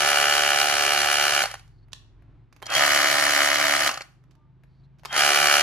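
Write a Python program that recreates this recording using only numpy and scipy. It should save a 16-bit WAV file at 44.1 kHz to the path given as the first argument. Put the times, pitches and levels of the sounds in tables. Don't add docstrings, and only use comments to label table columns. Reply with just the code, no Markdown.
import sys
import numpy as np
from scipy import signal
from scipy.fft import rfft, irfft
from scipy.io import wavfile
from scipy.ndimage import uniform_filter1d

SR = 44100
rng = np.random.default_rng(int(sys.argv[2]) if len(sys.argv) > 2 else 0)


def master_out(mix):
    frames = np.transpose(np.atleast_2d(mix))
    ceiling = np.clip(frames, -1, 1)
    pcm = np.round(ceiling * 32767).astype(np.int16)
    wavfile.write(sys.argv[1], SR, pcm)


def nominal_scale(level):
    x = np.asarray(level, float) / 20
    return 10 ** x


N = 248095
TIME, HZ = np.arange(N) / SR, np.maximum(np.arange(N // 2 + 1) * SR / N, 1)

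# motor_on_s, first_steady_blow_s, last_blow_s, blow_rate_hz, grip
PULLS = [
    (-1, .0051, 1.425, 72.16, 0),
    (2.628, 2.75345, 3.88, 72.14, 1),
    (5.056, 5.1791, 5.63, 72.15, 0),
]
# freq_hz, level_db_per_hz
GRIND = [
    [(110, -72.5), (180, -25), (310, -16), (400, -12.5), (514, -11), (562, -10), (715, -4.5), (801, 0.5),
     (932, -6), (1470, 1), (2120, -1), (2380, -5), (2600, -6), (2950, -1.5), (3700, -12), (4810, -58),
     (8140, -120)],
    [(110, -47.5), (180, -28), (238, -18), (284, -14), (465, -13), (562, 0), (646, -2), (801, 6),
     (864, -10), (1070, 0), (1200, 4), (1940, 0), (2560, -2.5), (2980, -2), (3700, -13.5), (4810, -55.5),
     (8140, -120)],
]
# freq_hz, level_db_per_hz
RATTLE = [(3300, 6.5), (3550, -15.5), (3750, -4.5), (4390, -1), (4680, -2.5), (5050, -0.5), (5420, -3.5),
          (5900, -1), (6830, -5), (7600, -6), (8700, -5.5), (9700, -8.5), (10700, 0), (11800, -14.5),
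          (13000, -9.5), (14300, -16), (15750, -27)]


def rms_one(x):
    return x / np.sqrt(np.mean(x ** 2) + 1e-20)


def soft(x):
    return np.sin(np.pi / 2 * np.clip(x, 0, 1)) ** 2


def in_time(table):
    s, *columns = np.transpose(table)
    return [np.interp(TIME, s, c) for c in columns]


def at_hz(points):
    hz, value = np.transpose(points)
    return np.interp(np.log(HZ), np.log(np.maximum(hz, 1)), value)


def colour(x, spectrum):
    inward = np.minimum(np.log(HZ / spectrum[0][0]), np.log(spectrum[-1][0] / HZ))
    return rms_one(irfft(rfft(x) * nominal_scale(at_hz(spectrum)) * soft(inward / .05 + .5), N))


def drift(rate_hz):
    r = np.exp(-80 * np.pi * rate_hz / SR)
    slow = signal.lfilter([1], [1, -2 * r, r * r], rng.standard_normal(N // 40 + 2002))[2000:]
    return np.interp(np.arange(N) / 40, np.arange(len(slow)), rms_one(slow))


def spikes(times_s, heights):
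    out = np.full(N, 1e-18)
    at = np.clip(np.round(np.asarray(times_s) * SR).astype(int), 0, N - 1)
    np.add.at(out, at, heights)
    return out


def ring(hits, hz, t60_s):
    r, w = nominal_scale(-60 / (t60_s * SR)), 2 * np.pi * hz / SR
    return signal.lfilter([0, np.sin(w)], [1, -2 * r * np.cos(w), r * r], hits)


def fade(hits, ms):
    return signal.lfilter([1], [1, -np.exp(-1000 / (ms * SR))], hits)


def narrow_noise(hz, width_hz):
    return rms_one(ring(rng.standard_normal(N), hz, 4.6 / width_hz))


def grains(spread_db):
    return rng.standard_normal((2, N)) * nominal_scale(spread_db * rng.standard_normal(N))


def pull(start, first, last, rate, grip, boom_db, top_db, housing_db, rattle_db):
    bite_delay_s, bite_rise_s = .106, .034
    settle_ms, settle_blows = 1.5, 1.4
    speed_wander_ms = .055
    return_ms, return_gain = (3.4, 4.1)[grip], (1.3, 2.2)[grip]
    tone_lag_ms = (2.5, 1.5)[grip]
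    shade_db = (7.5, 8.5)[grip]
    rotor_turns, rotor_ripple = 6, .13
    # delay_ms, level_db
    jolt_rows = [
        [(.1, 1), (1.6, -7), (2.4, -8), (3.4, -8), (10.6, -10), (11.7, -9)],
        [(-2.6, -3), (-.5, -6), (.1, 0), (1.9, -6), (2.8, -6), (9.6, -8)],
    ]
    # blow_rate_multiple (negative = opposite phase), grip_0_db, grip_1_db
    gear_tones = [(1, -38, -37.5), (2, -37.5, -34), (3, -43, -38.5), (4, -38, -56), (5, -29.5, -57.5),
                  (8, -57, -26), (9, -40, -21.5), (10, -23.5, -59), (18, -22.5, -42), (-24, -20, -29.5),
                  (45.55, -30, -35), (52, -30.5, -25.5)]

    blows = np.arange(first, last, 1 / rate)
    chance = rng.standard_normal((len(blows), 2))
    blows = blows + .00003 * chance[:, 0]
    force = nominal_scale((.5, 1.5)[grip] * chance[:, 1] + .6 * np.interp(blows, TIME, drift(5)))
    early_ms = settle_ms * np.exp(-rate * np.maximum(TIME - first, 0) / settle_blows)
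    late_ms = speed_wander_ms * drift(7.8) - (start > 0) * early_ms
    blows = blows + np.interp(blows, TIME, late_ms) / 1000
    force = force * np.clip((blows - start - bite_delay_s) / bite_rise_s, 0, 1)
    steady, on = (TIME > first) & (TIME < last + .01), TIME >= start
    knock = knocks(blows, grip, force, uneven_db=.6, boom_db=boom_db, top_db=top_db)

    delay_ms, jolt_db = np.transpose(jolt_rows[grip])
    jolts = nominal_scale(jolt_db + 2.5 * rng.standard_normal((len(blows), len(delay_ms))))
    jolts = spikes((blows[:, None] + delay_ms / 1000).ravel(), jolts.ravel())
    scuff = fade(spikes(blows[1:] - return_ms / 1000, return_gain), 1.3)
    scuff = scuff + (.6, .3)[grip] * fade(jolts, 2)
    rotor = np.cos(2 * np.pi * rotor_turns * (rate * (TIME - first - late_ms / 1000) - .015))
    shake = 4.2 * fade(jolts, .3) + .55 * fade(jolts, 3.5) + rotor_ripple * 2 * rotor
    grind = np.array([colour(g, GRIND[grip]) for g in grains(1.0) * (1 + scuff)])
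    shaded = [(hz, db - shade_db * (10000 < hz < 11000)) for hz, db in RATTLE]
    contacts = grains(0.9) * (1 + shake) * nominal_scale(0.68 * drift(10))
    rattle = np.array([colour(g, shaded) for g in contacts])
    knock, grind, rattle = (v / np.std(v[..., steady]) for v in (knock, grind, rattle))

    turns = rate * (TIME - first - (late_ms + tone_lag_ms) / 1000)
    tones = 0
    for k, *db in gear_tones:
        phase = 2 * np.pi * k * turns + .006 * k * drift(8)
        tones = tones + nominal_scale(db[grip] + 2.5 * drift(9)) * np.sin(phase)
    grind_db = -11 * soft((TIME - start - .07) / .07) * (TIME < last + .01)
    low, high = nominal_scale(housing_db) * on, nominal_scale(rattle_db) * on
    direct = low * (nominal_scale(-6.0) * knock + nominal_scale(grind_db) * grind[0] + 1.35 * tones * steady)
    direct = direct + high * (nominal_scale(-3.5) * rattle[0] + 2.4 * chuck(blows, force))
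    twin = low * nominal_scale(-1.5) * grind[1] + high * nominal_scale(.5) * rattle[1]
    return ports(direct, twin, grip), direct


def effort(start, first, last, levels):
    run_up_s, run_up_power = 0.11, (3.7, 4.3)
    let_go_db, let_go_s, coast_db_per_s = (6.5, 0.5), 0.014, (172.5, 170.5)
    speed = np.clip((TIME - start) / run_up_s, 1e-4, 1)
    after_s = np.maximum(TIME - last, 0)
    steady_s = np.clip(TIME, first, last) - first
    out = []
    for k in range(2):
        level_db = levels[k] - levels[k + 2] * steady_s + 20 * run_up_power[k] * np.log10(speed)
        release_db = let_go_db[k] * (1 - np.exp(-after_s / let_go_s)) + coast_db_per_s[k] * after_s
        out.append(level_db - release_db)
    return out


def knocks(times, grip, force, uneven_db, boom_db=0, top_db=0):
    grip_wander_db = .9
    # delay_ms, strength
    rebound = [
        (1.36, .3),
        (1.1, -.4),
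    ]
    # freq_hz, t60_ms, level_db, polarity
    modes_a = [(365.3, 86, -24, 1), (436, 86, -18.5, -1), (576.8, 55, -10.5, -1), (793.4, 40.3, -5, 1),
               (966, 32, -26, 1), (1184, 70, -7.5, 1), (1453, 28, -3, -1), (1519, 64, -17, -1),
               (1640, 70, -16, -1), (1877, 12, -1.5, 1), (1883, 38, -19.5, -1), (1958, 50, -14, 1),
               (2090, 89, -27.5, -1), (2306, 20, -1, 1), (2504, 35, -5.5, -1), (2838, 17, 0, -1),
               (3130, 22, -4.5, 1), (3370, 34, -20.5, -1)]
    # freq_hz, t60_ms, level_db, polarity
    modes_b = [(288, 95, -33.5, 1), (368, 20, -26.5, -1), (688.4, 42, -13.5, 1), (765, 63, -23, 1),
               (992.4, 85, -23, -1), (1243, 64, -22.5, -1), (1292, 55, -25.5, 1), (1450, 70, -24, -1),
               (1459, 100, -29, 1), (1623, 23, -22.5, -1), (1794, 13, 0, -1), (2294, 46, -17, 1),
               (2283, 100, -28.5, -1), (2465, 31, -22, 1), (2630, 22, -26, -1), (2955, 18, -10.5, 1),
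               (3038, 70, -29, 1), (3300, 40, -22.5, -1), (1717, 60, -24.5, 1), (1936, 57, -23, -1),
               (2190, 51, -21, 1)]

    delay_ms, strength = rebound[grip]
    modes = (modes_a, modes_b)[grip]
    uneven = force[:, None] * nominal_scale(uneven_db * rng.standard_normal((len(times), len(modes))))
    strength = strength + .17 * rng.standard_normal(len(times))
    hit_times = np.r_[times, times + delay_ms / 1000]
    out = 0
    for (hz, t60_ms, level_db, polarity), heights in zip(modes, uneven.T):
        wander_db = grip_wander_db * (1 + (hz < 900)) * np.interp(times, TIME, drift(3))
        heights = heights * nominal_scale(wander_db)
        hits = spikes(hit_times, np.r_[heights, strength * heights])
        mode_db = level_db + boom_db * (hz < 900) + top_db * (hz > 2700)
        out = out + polarity * nominal_scale(mode_db) * ring(hits, hz, t60_ms / 1000)
    return signal.sosfilt(signal.butter(3, 210, "high", fs=SR, output="sos"), out)


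def chuck(times, force):
    # freq_hz, t60_ms, level_db
    holder_modes = [(4370, 34, -13.5), (5030, 28, -17), (6750, 2.8, -23.5), (3880, 14, -24),
                    (5850, 14, -20.5), (7250, 10, -23), (6550, 12, -26)]
    out = 0
    for hz, t60_ms, level_db in holder_modes:
        lag, size = rng.standard_normal((2, len(times)))
        hits = spikes(times + .0008 + .0003 * lag, force * nominal_scale(4 * size))
        out = out + nominal_scale(level_db) * ring(hits, hz, t60_ms / 1000)
    return out


def coasting(grip):
    # time_s, peak_db, clatter_db re peak
    coast_blows = [(1.437, -7, -17), (1.456, -14, -11.5), (1.479, -34.5, -27), (1.513, -21, -13.5),
                   (1.54, -20.5, -13), (1.552, -26.5, -21.5), (1.594, -37, -10.5), (2.657, -35, -4.5),
                   (2.666, -24.5, -7.5), (2.693, -28, -22.5), (2.701, -23, -5), (2.721, -21, -10.5),
                   (2.738, -15.5, -11), (3.891, -6, -17.5), (3.913, -16.5, -10.5), (3.939, -24, -13.5),
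                   (3.941, -27.5, -5.5), (3.957, -29.5, -15), (3.974, -18.5, -10.5), (4.008, -18.5, -18.5),
                   (4.018, -28.5, -7), (5.127, -18.5, -9.5), (5.141, -19, -11.5), (5.163, -5.5, -15.5),
                   (5.178, -6.5, -18)]
    mine = [row for row in coast_blows if (2 < row[0] < 5) == grip]
    times, peak_db, bright_db = np.transpose(mine)
    out = nominal_scale(-20) * knocks(times, grip, nominal_scale(peak_db), uneven_db=2.5)
    out = out + chuck(times, nominal_scale(peak_db + bright_db + 12))
    clatter = [(hz, db - (1.5, 9.0)[grip] * (hz > 8000)) for hz, db in RATTLE]
    for level_db, spectrum in ((peak_db - 9, GRIND[1]), (peak_db + bright_db, clatter)):
        burst = rng.standard_normal(N) * fade(fade(spikes(times, nominal_scale(level_db)), 0.89), 3.1) / 35
        out += colour(burst, spectrum) * np.std(burst)
    return out


def whine():
    base_hz, base_db = 3200, -23.5
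    # time_s, offset_hz, second_pull_db, third_pull_db
    steps = [(0, -70, -19, -40), (.015, -29.5, -20, -38), (.023, -26, -30, -36), (.035, -26, -18, -22),
             (.045, -1, -17, -16), (.058, -1, -26, -14), (.066, 10, -13, -22), (.075, 32, -12, -13),
             (.095, -8, -6, -7), (.112, -31, -19, -18), (.128, 0, 2, -2), (.14, 40, 1.5, -2),
             (.155, 78, -6, -7), (.23, 80, -24, -24)]
    s, above_hz, *levels = np.transpose(steps)
    out = np.zeros(N)
    for (start, *_), db in zip(PULLS[1:], levels):
        turns = np.cumsum(base_hz + np.interp(TIME - start, s, above_hz)) / SR
        level_db = base_db + np.interp(TIME - start, s, db, -150, -150) + 1.5 * drift(30)
        out += nominal_scale(level_db) * np.sin(2 * np.pi * turns + .45 * drift(50))
    return out


def gear_song():
    # time_s, freq_hz, level_db
    mesh = [(2.69, 1307, -56.5), (2.708, 1506, -41.5), (2.721, 1930, -35), (2.745, 2014, -29),
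            (2.77, 2096, -53)]
    s, hz, db = np.transpose(mesh)
    phase = 2 * np.pi * np.cumsum(np.interp(TIME, s, hz)) / SR + .5 * drift(70)
    return nominal_scale(np.interp(TIME, s, db, -150, -150)) * np.sin(phase)


def ports(x, twin, grip):
    # freq_hz, likeness
    likeness = [(200, .85), (1000, .98), (1800, .97), (2800, .85), (4500, .62), (8000, .9), (14000, .95)]
    # freq_hz, left_minus_right_db
    tilt = [
        [(60, 9), (110, -11), (200, 5.5), (380, 0), (700, -9.5), (1290, 2), (2380, 0.5), (4400, -1.5),
         (8120, -1), (15000, 1)],
        [(60, 1.5), (110, 0.5), (200, -6), (380, -4.5), (700, -3), (1290, 1), (2380, 1), (4400, -2.5),
         (8120, -1.5), (15000, 1)],
    ]
    # freq_hz, left_lead_rad
    lead = [
        [(0, -0.5), (340, -1.4), (1030, 0.85), (3190, 0.5), (3790, 6), (5430, 3.5), (6720, 5), (8870, 3),
         (11400, -3), (12300, -10), (13000, -7), (14000, -16), (14500, -20.5), (15300, -3)],
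        [(0, 5.5), (780, -1.5), (2240, 1.5), (3360, -2), (5770, -0.86), (7240, -8), (8350, -9), (10900, -28),
         (11100, -8), (12300, -22.5), (12700, -29), (14000, -39), (14600, -39.5), (15300, -28)],
    ]
    alike = at_hz(likeness)
    half = nominal_scale(at_hz(tilt[grip]) / 2) * np.exp(.5j * at_hz(lead[grip]))
    same = np.sqrt((1 + alike) / 2) * rfft(x)
    other = np.sqrt((1 - alike) / 2) * rfft(twin)
    return irfft(np.array([(same + other) * half, (same - other) / half]), N)


def clicks():
    room_send_db = -13.5
    # time_s, peak_db, brightness_0_1, left_minus_right_db, length_ms
    snaps = [(1.677, -51.5, 0.6, -5, 3.2), (1.883, -57.5, 0.08, -9.5, 4.7), (1.92, -49, 0.84, -10, 5.1),
             (1.9313, -27.5, 0.92, -16, 0.7), (1.9331, -28.5, 0.9, -3, 2), (2.222, -56, 0.1, 8.5, 4.3),
             (2.526, -43, 0.46, -7.5, 4.2), (2.563, -48.5, 0.3, -9, 5), (2.601, -55, 0.3, -10, 3.9),
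             (2.619, -37, 0.1, -5, 4.6), (2.63, -30, 0.15, -3, 2.2), (2.6645, -30, 0.6, -4, 1.5),
             (5.127, -25.5, 0.7, 0, 2), (2.6251, -28, 0.33, -10, 2.5), (4.238, -58, 0.37, -11, 3.3),
             (4.309, -56, 0.6, -9, 8.3), (4.352, -58.5, 0.43, -15, 3.3), (4.635, -52, 0.2, 7, 5.96),
             (4.985, -59, .6, -6, 15), (4.995, -53, 0.3, -8.5, 3), (5.041, -50, 0.5, 2, 10),
             (5.062, -33, 0.6, -3, 3), (5.034, -40, 0.1, 8, 2.8), (5.0498, -33, 0.3, -17, 2.5),
             (5.0553, -25, 0.49, 10.5, 3)]
    # freq_hz, level_db_per_hz
    snap_spectrum = [(400, -45), (800, -34.5), (1100, -17), (2000, -25), (3000, -12.5), (4500, -13),
                     (6500, -15.5), (8000, -25), (12900, -35), (15500, -48)]
    # freq_hz, level_db_per_hz
    clunk_spectrum = [(180, -49), (300, -4.5), (674, 4.5), (1420, -0.5), (2610, -4.5), (3070, -18),
                      (3630, -24.5), (4880, -27), (7620, -36.5), (10800, -18.5), (15500, -28)]
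    out, sent = np.zeros((2, N)), np.zeros(N)
    white = rng.standard_normal(N)
    dull, bright = colour(white, clunk_spectrum), colour(white, snap_spectrum)
    age_ms = 1000 * np.arange(2000) / SR
    for s, peak_db, share, pan_db, ms in snaps:
        at = round(s * SR)
        burst = (share * bright + (1 - share) * dull)[at:at + 2000]
        burst = burst * np.exp(-age_ms / ms) * soft(age_ms)
        burst = nominal_scale(peak_db) * burst / np.abs(burst).max()
        out[:, at:at + 2000] += burst * nominal_scale(np.array([[pan_db], [-pan_db]]) / 2)
        sent[at:at + 2000] += nominal_scale(room_send_db) * burst
    return out, sent


def room(x):
    t60_s = .42
    age_s = TIME[:SR]
    echoes = rng.standard_normal((2, SR)) * soft(age_s / .012)
    dull = signal.lfilter(*signal.butter(1, 4000, fs=SR), echoes)
    tail = dull * nominal_scale(-60 * age_s / t60_s) + (echoes - dull) * nominal_scale(-105 * age_s / t60_s)
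    return irfft(rfft(x) * rfft(.09 * tail, N), N)


def traffic():
    floor_db = -68.5 + 7.5
    # freq_hz, level_db_per_hz
    ambience = [(38, -12.5), (60, -14.5), (140, -8.5), (185, -24), (260, -19.5), (370, -23), (480, -34),
                (900, -33), (2000, -41), (4000, -50), (6500, -63.5), (12000, -78.5)]
    # time_s, level_db
    course = [(0, 5), (1.6, -1), (2.2, 2), (2.6, 1), (4.1, -1.5), (4.5, -2), (5.0, 0), (5.62, 6)]
    mid, side = (colour(rng.standard_normal(N), ambience) for _ in range(2))
    level_db = floor_db + in_time(course)[0] + 1.2 * drift(3.2)
    return nominal_scale(level_db) * (mid + .35 * side * [[1], [-1]])


def far_engine():
    # time_s, cycle_hz, level_db
    course = [(0.0, 20.4, -60), (0.5, 22, -56), (1.2, 21.8, -56), (1.6, 21.7, -54), (2.1, 21.5, -56),
              (2.3, 22, -58), (2.75, 23.3, -59), (3.9, 24.8, -61), (5.05, 27.2, -57), (5.62, 27.8, -59)]
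    # cycle_multiple, level_db, phase_rad
    orders = [(2, -1, 0), (3, -11, 1), (4, -7, 1.6), (5, 3, 0), (6, -4, 1.6), (7, -10, 3)]
    cycle_hz, engine_db = in_time(course)
    out = np.zeros((2, N))
    for k, order_db, turn in orders:
        phase = 2 * np.pi * k * np.cumsum(cycle_hz) / SR + turn + .4 * drift(5)
        level_db = engine_db + order_db + 1.0 * drift(.8)
        out += nominal_scale(level_db) * np.sin(phase + np.array([[-.4], [.4]]))
    return out


def far_tones():
    # start_s, stop_s, freq_hz, width_hz, level_db
    calls = [(1.7, 1.87, 4500, 700, -80), (1.78, 1.805, 4250, 200, -75), (1.82, 1.855, 4350, 250, -75),
             (4.66, 4.9, 4400, 900, -81), (4.785, 4.82, 4500, 200, -78), (4.83, 4.87, 4150, 450, -73),
             (4.335, 4.6, 900, 12, -76), (4.35, 4.5, 1195, 14, -77.5), (4.3, 4.45, 610, 14, -76),
             (2.05, 2.5, 45, 10, -56), (2.25, 2.38, 620, 40, -76)]
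    out = np.zeros(N)
    for start, stop, hz, width_hz, db in calls:
        swell = np.sin(np.pi * np.clip((TIME - start) / (stop - start), 0, 1) ** .7) ** 1.2
        out += nominal_scale(db) * narrow_noise(hz, width_hz) * swell
    return out


def scene():
    room_send_db = -28
    boom_db = (-2.5, -1.5, -4.5)
    top_db = (1.5, -1.2, -0.5)
    # housing_db, rattle_db, housing_sag_db_per_s, rattle_sag_db_per_s
    full_effort = [
        (-16.5, -23, 1.46, 0.34),
        (-15.5, -22, 1.5, 2),
        (-15.5, -21, -1.5, -1),
    ]
    heard, sent = clicks()
    for row, levels, boom, top in zip(PULLS, full_effort, boom_db, top_db):
        stereo, mono = pull(*row, boom, top, *effort(*row[:3], levels))
        heard, sent = heard + stereo, sent + nominal_scale(room_send_db) * mono
    for grip, extra in enumerate([coasting(0) + whine() + gear_song(), coasting(1)]):
        heard = heard + ports(extra, 0 * extra, grip)
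        sent = sent + nominal_scale(room_send_db) * extra
    return heard + room(sent) + traffic() + far_engine() + far_tones()


def drop_weak_bands(dry):
    # low_hz, high_hz, grip_0_dropped_share, grip_1_dropped_share
    weak_bands = [(8350, 8950, .6, .85), (11200, 11600, .75, .6), (11600, 11900, .8, .75),
                  (11900, 12250, .99, .99), (13300, 13800, .12, 0), (13800, 14300, .5, .05),
                  (14300, 14600, .9, .6), (14600, 16000, 1, 1)]
    # start_s, length_s
    spells = [(.095, .128), (.578, .096), (.787, .056), (.903, .062), (1.09, .035), (1.23, .075),
              (1.416, .04), (2.655, .07), (2.855, .038), (3.204, .025), (3.6, .008), (3.713, .056),
              (3.853, .078), (3.972, .03), (1.508, .04), (5.157, .036), (5.337, .042), (5.429, .042)]
    running = sum((TIME > first - .06) & (TIME < last + .2) for _, first, last, *_ in PULLS)
    kept = np.any([(TIME > s) & (TIME < s + length) for s, length in spells], axis=0)
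    open_to_loss = running * ~kept
    spectrum = rfft(dry)
    luck = rng.random((N // 2048 + 2, len(weak_bands)))
    luck = np.repeat(luck, 2048, axis=0)[397:N + 397]
    for (low_hz, high_hz, *share), chance in zip(weak_bands, luck.T):
        band = soft((HZ - low_hz) / 60 + .5) - soft((HZ - high_hz) / 60 + .5)
        dropped = open_to_loss * (chance < np.where((TIME > 2) & (TIME < 5), share[1], share[0]))
        dry = dry - uniform_filter1d(dropped * 1., size=300) * irfft(spectrum * band, N)
    return dry


def band_limit(x):
    return signal.sosfilt(signal.butter(12, 15750, fs=SR, output="sos"), x)


def record(dry):
    mix = drop_weak_bands(dry)
    return band_limit(mix)


dry = scene()
out = record(dry)
master_out(out)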